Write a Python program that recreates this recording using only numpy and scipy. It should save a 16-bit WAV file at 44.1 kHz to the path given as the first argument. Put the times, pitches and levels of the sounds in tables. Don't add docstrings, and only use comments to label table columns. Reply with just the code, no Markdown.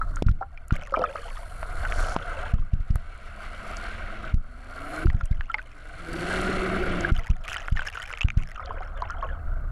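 import sys
import numpy as np
from scipy import signal
from scipy.fft import rfft, irfft
from scipy.io import wavfile
from scipy.ndimage import uniform_filter1d

SR = 44100
rng = np.random.default_rng(int(sys.argv[2]) if len(sys.argv) > 2 else 0)


def unload_wav(signal):
    wavfile.write(
        sys.argv[1],
        SR,
        np.round(np.clip(np.atleast_2d(signal).T, -1, 1) * 32767).astype(np.int16),
    )


N = 428211
TIME, BINS = np.arange(N) / SR, np.fft.rfftfreq(N, 1 / SR)
EDGE_HZ = 15800
SLACK_S = 0.02


def amp(db):
    return 10 ** (np.asarray(db) / 20)


def unit_rms(x):
    return x / np.sqrt(np.mean(x ** 2) + 1e-20)


def colour(points):
    hz, db = np.transpose(points)
    return amp(np.interp(np.log(BINS + 1), np.log(hz + 1), db))


def filtered(x, gain):
    return irfft(rfft(x) * gain, N)


def noise(gain):
    return unit_rms(filtered(rng.standard_normal(N), gain))


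def wander(rate_hz):
    return unit_rms(np.interp(2 * rate_hz * TIME, np.arange(N // 10), rng.standard_normal(N // 10)))


def drifted(x, share, rate_hz=6):
    return np.interp((TIME + share * np.cumsum(wander(rate_hz)) / SR) % TIME[-1], TIME, x)


def add(mix, s, sound):
    part = mix[max(round(s * SR), 0):][:len(sound)]
    part += sound[:len(part)]


def resonance(hz, width):
    return 1 / (1 + ((BINS - hz) / width) ** 2)


# frequency in Hz, half width in Hz, gain in dB.
HOUSING_MODES = [(523, 316, -14), (672.5, 89, 1.5), (1170, 360, -11.5), (1416, 211, 2.5),
                 (2136, 360, -11.5), (2730, 616, -21), (4000, 1300, -36.5)]
def housing(leak_db=-17):
    power = sum((amp(db) * resonance(hz, width)) ** 2 for hz, width, db in HOUSING_MODES)
    return np.sqrt(power + amp(leak_db) ** 2 / (1 + (BINS / 900) ** 4))


# start in seconds, crest in seconds, rush in dB, treble relative to the rush
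# in dB (set by air in the water), foam hiss in dB, shudder in dB.
FLOW_SWELLS = [(-0.6, 0.038, -48, -20, -65, -30), (0.822, 1.246, -59, 11, -56.5, -53),
               (1.105, 1.787, -38.5, -1.5, -56, -29.5), (1.724, 2.004, -35, -18, -48, -39),
               (1.948, 2.24, -38.5, 2, -57, -36), (2.523, 3.74, -39.5, 6.5, -56.5, -38),
               (4.35, 4.907, -37, 2, -55, -46), (5.786, 6.35, -31.5, 6.5, -45.5, -56),
               (7.25, 7.484, -46.5, -26.5, -73, -43), (8.334, 8.68, -46, -26, -87, -36),
               (8.894, 9.447, -72, -13, -97, -31)]
def swells(levels_db, calm_db, sag_db_per_s, release_db_per_s=1109, build_db=22.5):
    t, power = TIME[::64], amp(calm_db) ** 2
    for (start, crest, *_), db in zip(FLOW_SWELLS, levels_db):
        cutoffs = [s - SLACK_S for s, pressure, _ in blows() if s > crest and pressure > 0]
        end = min(cutoffs, default=N / SR)
        build = build_db * np.maximum((crest - t) / (crest - start), 0) ** 1.015
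        fall = sag_db_per_s * np.maximum(t - crest, 0) + release_db_per_s * np.maximum(t - end, 0)
        power = power + amp(db - build - fall) ** 2
    return np.interp(TIME, t, np.sqrt(power))


def flow(stall_db_per_pressure=14.5, recover_s=0.051):
    _, _, rush_db, air_db, hiss_db, _ = np.transpose(FLOW_SWELLS)
    stalled = amp(-stall_db_per_pressure * aftermath(recover_s))
    return stalled * np.array([swells(rush_db, calm_db=-56.5, sag_db_per_s=3.5),
                               swells(rush_db + air_db, calm_db=-57.5, sag_db_per_s=3.5),
                               swells(hiss_db, calm_db=-78, sag_db_per_s=19.5)])


# frequency in Hz, relative spectral level in dB.
FOAM_SPECTRUM = [(2500, -6), (4300, 5.5), (6300, -4.5), (7300, 0), (10200, 0), (11200, -5), (12000, -16.5),
                 (15500, -29)]
def rush(eddy_db=2.5, grain_db=3.0, treble_hz=1800, ripple_db=2.0, flicker_db=0.6):
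    body_gain, treble_gain, hiss_gain = flow()
    eddies = amp(eddy_db * wander(110))
    impacts = unit_rms(rng.standard_normal(N) * eddies * amp(grain_db * wander(760)))
    shell = filtered(impacts, housing())
    bands = [resonance(hz, width) for hz, width, _ in HOUSING_MODES]
    total = sum(bands)
    modes = [drifted(filtered(shell, band / total), .02) * amp(wander(30)) for band in bands]
    notches = np.prod([1 - 0.63 * resonance(hz, 0.024 * hz) for hz in (860, 1736, 2476, 4870)], axis=0)
    shell = unit_rms(filtered(sum(modes), notches))
    treble = filtered(shell, 1 / (1 + (treble_hz / (BINS + 1)) ** 10))
    ripple = np.interp(BINS / 200, np.arange(SR // 100), rng.standard_normal(SR // 100))
    fizz = drifted(filtered(impacts, colour(FOAM_SPECTRUM) * notches * amp(ripple_db * ripple)), .02)
    foam = unit_rms(fizz) * hiss_gain * unit_rms(amp(flicker_db * wander(300)))
    return (shell - treble) * body_gain + treble * treble_gain + foam


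# frequency in Hz, relative spectral level in dB.
WAKE_SPECTRUM = [(10, -7), (26, 1), (40, -11), (70, -9.5), (160, -30.5), (300, -38), (1500, -78)]
def buffet(sway_hz=29.9, sway_db=-3, wake_db=0.5, drift=0.087):
    shudder_db = [row[-1] for row in FLOW_SWELLS]
    shudder = swells(shudder_db, calm_db=-42.5, sag_db_per_s=-3.5, release_db_per_s=607)
    sway = np.sin(2 * np.pi * np.cumsum(sway_hz * (1 + drift * wander(9.7))) / SR)
    return shudder * (amp(sway_db) * unit_rms(sway) + amp(wake_db) * noise(colour(WAKE_SPECTRUM)))


def ring(hz, decay_ms, attack_ms, glide=0):
    ms = np.arange(SR // 12) * 1000 / SR
    pitch = hz * (1 + glide * np.tanh(ms / decay_ms / 2))
    envelope = (1 - np.exp(-(ms / attack_ms) ** 2)) * np.exp(-ms / decay_ms)
    return envelope / envelope.max() * np.sin(2 * np.pi * np.cumsum(pitch) / SR)


def glug(hz, decay_ms, attack_ms=1.67, shell_hz=1330, shell_db=-15, wobble=0.4):
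    tone = ring(hz, decay_ms, attack_ms, glide=0.061 * rng.uniform(-1.08, 2.08))
    shake = unit_rms(signal.lfilter(*signal.butter(3, 350, fs=SR), rng.standard_normal(len(tone))))
    out = tone * (1 + wobble * shake) + amp(shell_db) * ring(shell_hz, decay_ms, attack_ms)
    add(out, 0, amp(-27) * rng.exponential() * tick(hz=4300))
    return out


# start in seconds, level in dB, pitch in Hz, decay in ms.
BIG_BUBBLES = [(0.013, -22, 1324, 11.3), (0.41, -25, 764, 15), (0.424, -27, 1333, 6.3),
               (0.922, -20, 559, 11), (.939, -13, 1224, 6.8), (0.97, -18, 652, 9.7), (0.992, -19, 524, 25),
               (1.017, -18.5, 643, 6.8), (1.038, -14.5, 1285, 5.9), (1.156, -23.5, 1234, 3.8),
               (1.848, -20.5, 1480, 7.5), (5.497, -23.5, 1360, 8.6), (5.542, -30.5, 850, 9.4),
               (7.047, -14.5, 1560, 4.6), (8.595, -26.5, 1217, 5.8), (8.706, -24, 1030, 3.8),
               (8.806, -29, 770, 7), (9.02, -18, 1035, 6.5), (9.098, -27.5, 1337, 18),
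               (9.225, -23.5, 1102, 17.5)]
def glugs():
    out = np.zeros(N)
    for s, db, hz, decay_ms in BIG_BUBBLES:
        add(out, s, amp(db) * glug(hz, decay_ms))
    return out


def crunch(hz, decay_ms, span=2, order=3):
    ms = np.arange(SR // 20) * 1000 / SR
    burst = rng.standard_normal(len(ms)) * np.exp(-ms / decay_ms)
    band_hz = [hz / span, min(hz * span, EDGE_HZ)]
    snap = signal.lfilter(*signal.butter(order, band_hz, "band", fs=SR), burst)
    return snap / abs(snap).max()


def tick(hz):
    return crunch(hz, decay_ms=1.2, span=1.3)


# start in
# seconds, peak level in dB, band centre in Hz.
SPECKS = [(0.159, -30, 6700), (0.682, -39.5, 8800), (2.956, -34.5, 9300), (3.769, -27, 5550),
          (5.256, -31.5, 7500), (5.543, -50, 5850), (7.008, -26.5, 5640), (8.659, -30.5, 3800),
          (9.105, -35, 5540)]
def ticks():
    out = np.zeros(N)
    for s, db, hz in SPECKS:
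        add(out, s, amp(db) * tick(hz))
    return out


def pop(hz, decay_ms, shell_hz=1250, shell_db=-14, snap_db=-10, snap_hz=1450):
    out = ring(hz, decay_ms, attack_ms=.4)
    overtone = ring(hz * rng.uniform(2.15, 2.8), min(decay_ms / 2, 1), attack_ms=.2)
    out += amp(-17 + 13 * np.log2(hz / 2500)) * overtone
    add(out, 0, amp(snap_db) * crunch(snap_hz, decay_ms * 1.12))
    return out + amp(shell_db) * ring(shell_hz, decay_ms=2.1, attack_ms=0.57)


# start in
# seconds, level in dB, pitch in Hz, decay in ms.
BURSTS = [(0.169, -26, 1375, 5), (0.285, -23.5, 1390, 3.4), (0.575, -35, 2360, 3.3),
          (0.707, -22, 1390, 4.2), (0.963, -28, 2350, 5.6), (1.63, -20, 1010, 0.55),
          (1.923, -15.5, 2090, 0.41), (2.164, -10, 990, 0.92), (2.958, -20.5, 900, 0.13),
          (5.069, -25, 1370, 2.6), (5.101, -24, 1930, 1.4), (5.21, -25, 1374, 3.9),
          (5.409, -21.5, 1670, 1.4), (5.543, -14, 2130, 3.7), (5.584, -25.5, 1950, 2.5),
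          (5.592, -26.5, 1510, 5.3), (7.486, -23, 1430, 1.2), (7.517, -23.5, 1460, 2),
          (7.562, -21, 1420, 2.8), (7.683, -19.5, 1420, 2.1), (7.771, -21, 1800, 4.9),
          (7.793, -17.5, 1530, 3.5), (7.819, -20, 1490, 2.4), (7.974, -24, 1360, 4.7),
          (8.1126, -29.5, 1500, 2.4), (8.137, -19, 2130, 0.86), (8.174, -25, 2550, 1),
          (8.209, -16.5, 2470, 1.5), (8.215, -16, 2670, 3), (8.2318, -22.5, 2870, 2.4),
          (8.285, -20.5, 2380, 0.98), (8.303, -20, 2360, 1.6)]
def pops():
    out = np.zeros(N)
    for s, db, hz, decay_ms in BURSTS:
        add(out, s, amp(db) * pop(hz, decay_ms))
    return out


# time in seconds, relative pressure, half width in ms.
SHARP_BLOWS = [(0.2235, 0.37, 0.46), (0.7245, 0.47, 1.57), (2.1641, 0.22, 0.59)]
# time in seconds, relative pressure, delay of the rebound in ms,
# relative pressure of the rebound, which acts the other way.
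LINE_JOLTS = [(0.267, 0.47, 26.3, 0.36), (0.292, 0.09, 22, 0.33), (2.54, 0.46, 28, 0.036),
              (2.597, 0.12, 18, 0.08), (2.737, 0.37, 67, 0.16), (2.9072, 0.38, 51, 0.27),
              (4.3427, 0.41, 24.6, 0.11), (5.0594, 0.5, 23, 0.31), (5.092, 0.089, 6.3, 0.16),
              (5.1486, 0.31, 88, 0.19), (5.3138, 0.35, 85, 0.14), (7.1218, 0.49, 65, 0.16),
              (7.3027, 0.34, 9.7, 0.18), (7.7242, 0.35, 29, 0.12), (8.249, 0.4, 5.4, 0.21),
              (8.3741, 0.45, 15, 0.057)]
def blows(unit_width_ms=1.58, stiffening=0.4):
    pulses = [(s, pressure) for s, pressure, _, _ in LINE_JOLTS]
    pulses += [(s + ms / 1000, -rebound) for s, _, ms, rebound in LINE_JOLTS]
    shaped = [(s, pressure, unit_width_ms / abs(pressure) ** stiffening) for s, pressure in pulses]
    return shaped + list(SHARP_BLOWS)


def thumps(leak_hz=18, damping=0.45, snap_db=-23, snap_hz=2500):
    push, snaps = np.zeros((2, N))
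    ms = np.arange(-SR // 25, SR // 25) * 1000 / SR
    for s, pressure, width in blows():
        add(push, s + ms[0] / 1000, pressure / np.cosh(np.clip(ms / width, -20, 20)) ** 2)
        abruptness = pressure / width
        add(snaps, s, amp(snap_db) * abruptness * crunch(snap_hz, decay_ms=1.7, order=2))
    omega = 2 * np.pi * leak_hz
    resonant_highpass = signal.bilinear([1, 0, 0], [1, damping * omega, omega ** 2], SR)
    return signal.lfilter(*resonant_highpass, push) + snaps


def aftermath(decay_s):
    t = TIME[::32]
    tails = (max(pressure, 0) * (t > s) * np.exp(-abs(t - s) / decay_s) for s, pressure, _ in blows())
    return np.interp(TIME, t, sum(tails))


def shiver(gain_db=-24, decay_s=0.052, top_hz=170):
    return amp(gain_db) * aftermath(decay_s) * noise(1 / (1 + (BINS / top_hz) ** 4))


def spit(hz, decay_ms, fizz_db=-14, fizz_hz=6800, ping_db=-14):
    out = pop(hz, decay_ms)
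    add(out, 0, amp(fizz_db) * rng.exponential() * crunch(fizz_hz, decay_ms / 4, span=1.67))
    ping = rng.exponential() * ring(rng.uniform(3880, 8500), decay_ms / 2, decay_ms / 10)
    return out + amp(ping_db) * ping


def swarm(gain, voice, peak_per_s, band_hz, min_cycles, spread_db, sizes=40, thinning=0.45):
    out = np.zeros(N)
    density = (gain / gain.max()) ** thinning + 1e-9
    pitches = np.geomspace(*band_hz, sizes)
    sounds = [voice(hz, 1000 * min_cycles * rng.uniform(1.0, 3.4) / hz) for hz in pitches]
    arrives = rng.random(N) < density * peak_per_s / SR
    strength = np.minimum(rng.exponential(1, N), 3)
    size = rng.integers(0, sizes, N)
    for i in np.flatnonzero(arrives):
        add(out, i / SR, amp(spread_db * strength[i]) * sounds[size[i]])
    return unit_rms(out) * gain * np.sqrt(density.mean() / density)


# start in seconds, length in seconds, gurgle in dB, crackle in dB.
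BUBBLE_CLOUDS = [(0.717, 0.096, -43, -42), (0.941, 0.12, -34.5, -60), (1.05, 0.31, -37.5, -51.5),
                 (1.815, 0.67, -38.5, -49.5), (5.092, 0.58, -51.5, -54), (7.138, 0.097, -40, -42),
                 (7.432, 0.16, -44.5, -36.5), (7.753, 0.12, -42.5, -36), (7.945, 0.18, -47.5, -39.5),
                 (8.375, 0.16, -53.5, -47), (8.549, 0.29, -40, -55.5), (8.96, 0.3, -38.5, -60)]
def clouds(attack_s=0.0073, release_db_per_s=104):
    power = 0
    for start, length, *levels_db in BUBBLE_CLOUDS:
        onset = np.clip((TIME - start) / attack_s, 0, 1)
        release = amp(-release_db_per_s * np.maximum(TIME - start - length, 0))
        power = power + np.outer(amp(levels_db), onset * release) ** 2
    gurgle, crackle = np.sqrt(power)
    gurgles = swarm(gurgle, glug, peak_per_s=190, band_hz=(450, 1750), min_cycles=4, spread_db=3.5)
    chirps = swarm(gurgle, glug, peak_per_s=220, band_hz=(1800, 3400), min_cycles=2.8, spread_db=4)
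    spits = swarm(crackle, spit, peak_per_s=240, band_hz=(1350, 3200), min_cycles=2.3, spread_db=5)
    splash = swarm(crackle, crunch, peak_per_s=600, band_hz=(1700, 4000), min_cycles=1.5, spread_db=4)
    through_case = filtered(amp(-2) * gurgles + amp(-7) * splash, np.sqrt(housing()))
    return through_case + amp(-17) * chirps + amp(-2) * spits


# start in seconds, end in seconds, band centre in Hz, level in dB.
SPRAY_JETS = [(0.95, 1.9, 9900, -64), (1.87, 2.145, 5900, -51), (4.73, 5.045, 10300, -61)]
def spray(grains_per_s=1300, width_hz=2300, rise_share=0.58):
    grains = rng.standard_normal(N) * (rng.random(N) < grains_per_s / SR)
    out = 0
    for start, end, hz, db in SPRAY_JETS:
        crest = start + rise_share * (end - start)
        envelope = np.interp(TIME, [start, crest, end, end + SLACK_S], [0, 1, 1, 0])
        out = out + amp(db) * envelope * unit_rms(filtered(grains, resonance(hz, width_hz) ** 2))
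    return out


# frequency in Hz, relative spectral level in dB.
GROWL_SPECTRUM = [(30, 19), (80, 13), (160, 4.5), (330, 11), (560, -1.5), (800, -0.5), (1200, -89)]
# time in seconds, shedding rate in Hz, level in dB,
# lengthwise shake relative to that level in dB.
LINE_SURGES = [
    [(3.2, 102, -65.5, 5), (3.7, 107.4, -52, -3), (4.33, 108.1, -42, -12)],
    [(4.45, 116.9, -64, 4.5), (4.75, 131.6, -48.5, -4), (5.06, 166.3, -35.5, -1.5)],
    [(5.4, 125, -68.5, 1.5), (5.9, 152, -52, -13.5), (6.13, 170.6, -35.5, -3), (6.4, 186.4, -31, -3),
     (6.65, 187.6, -31, -2.5), (6.85, 183.4, -29, -4), (7.11, 168.6, -32, -6.5)],
]
def strum(surge, lift_db=-5, third_db=-13, growl_db=-0.6, growth=0.34, full_pull_db=-31):
    times, *columns = np.transpose(surge)
    hz, level_db, drag_db = [np.interp(TIME, times, column) for column in columns]
    phase = 2 * np.pi * np.cumsum(hz * (1 + .024 * wander(65))) / SR
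    pull_db = level_db - full_pull_db
    unrest = np.sqrt(amp(pull_db))
    tone = 0
    for harmonic, db in enumerate([lift_db + growth * pull_db, drag_db, third_db], 1):
        jitter = .34 * harmonic * unrest * wander(38)
        flutter = amp(4 * wander(34))
        tone = tone + amp(db) * unit_rms(np.sin(harmonic * phase + jitter) * flutter)
    growl = amp(growl_db + growth * pull_db) * noise(colour(GROWL_SPECTRUM))
    taut = uniform_filter1d(1. * ((TIME > times[0]) & (TIME < times[-1])), round(SLACK_S * SR))
    return taut * amp(level_db) * (tone + growl)


def scene():
    water = rush() + spray() + buffet()
    rig = sum(strum(surge) for surge in LINE_SURGES) + thumps() + shiver()
    bubbles = clouds() + glugs() + pops() + ticks()
    return (water + rig + bubbles)[None]


def record(dry):
    lowpass = signal.firwin(511, EDGE_HZ, window=("kaiser", 9), fs=SR)
    return signal.oaconvolve(dry, lowpass[None], "same")


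dry = scene()
out = record(dry)
unload_wav(out)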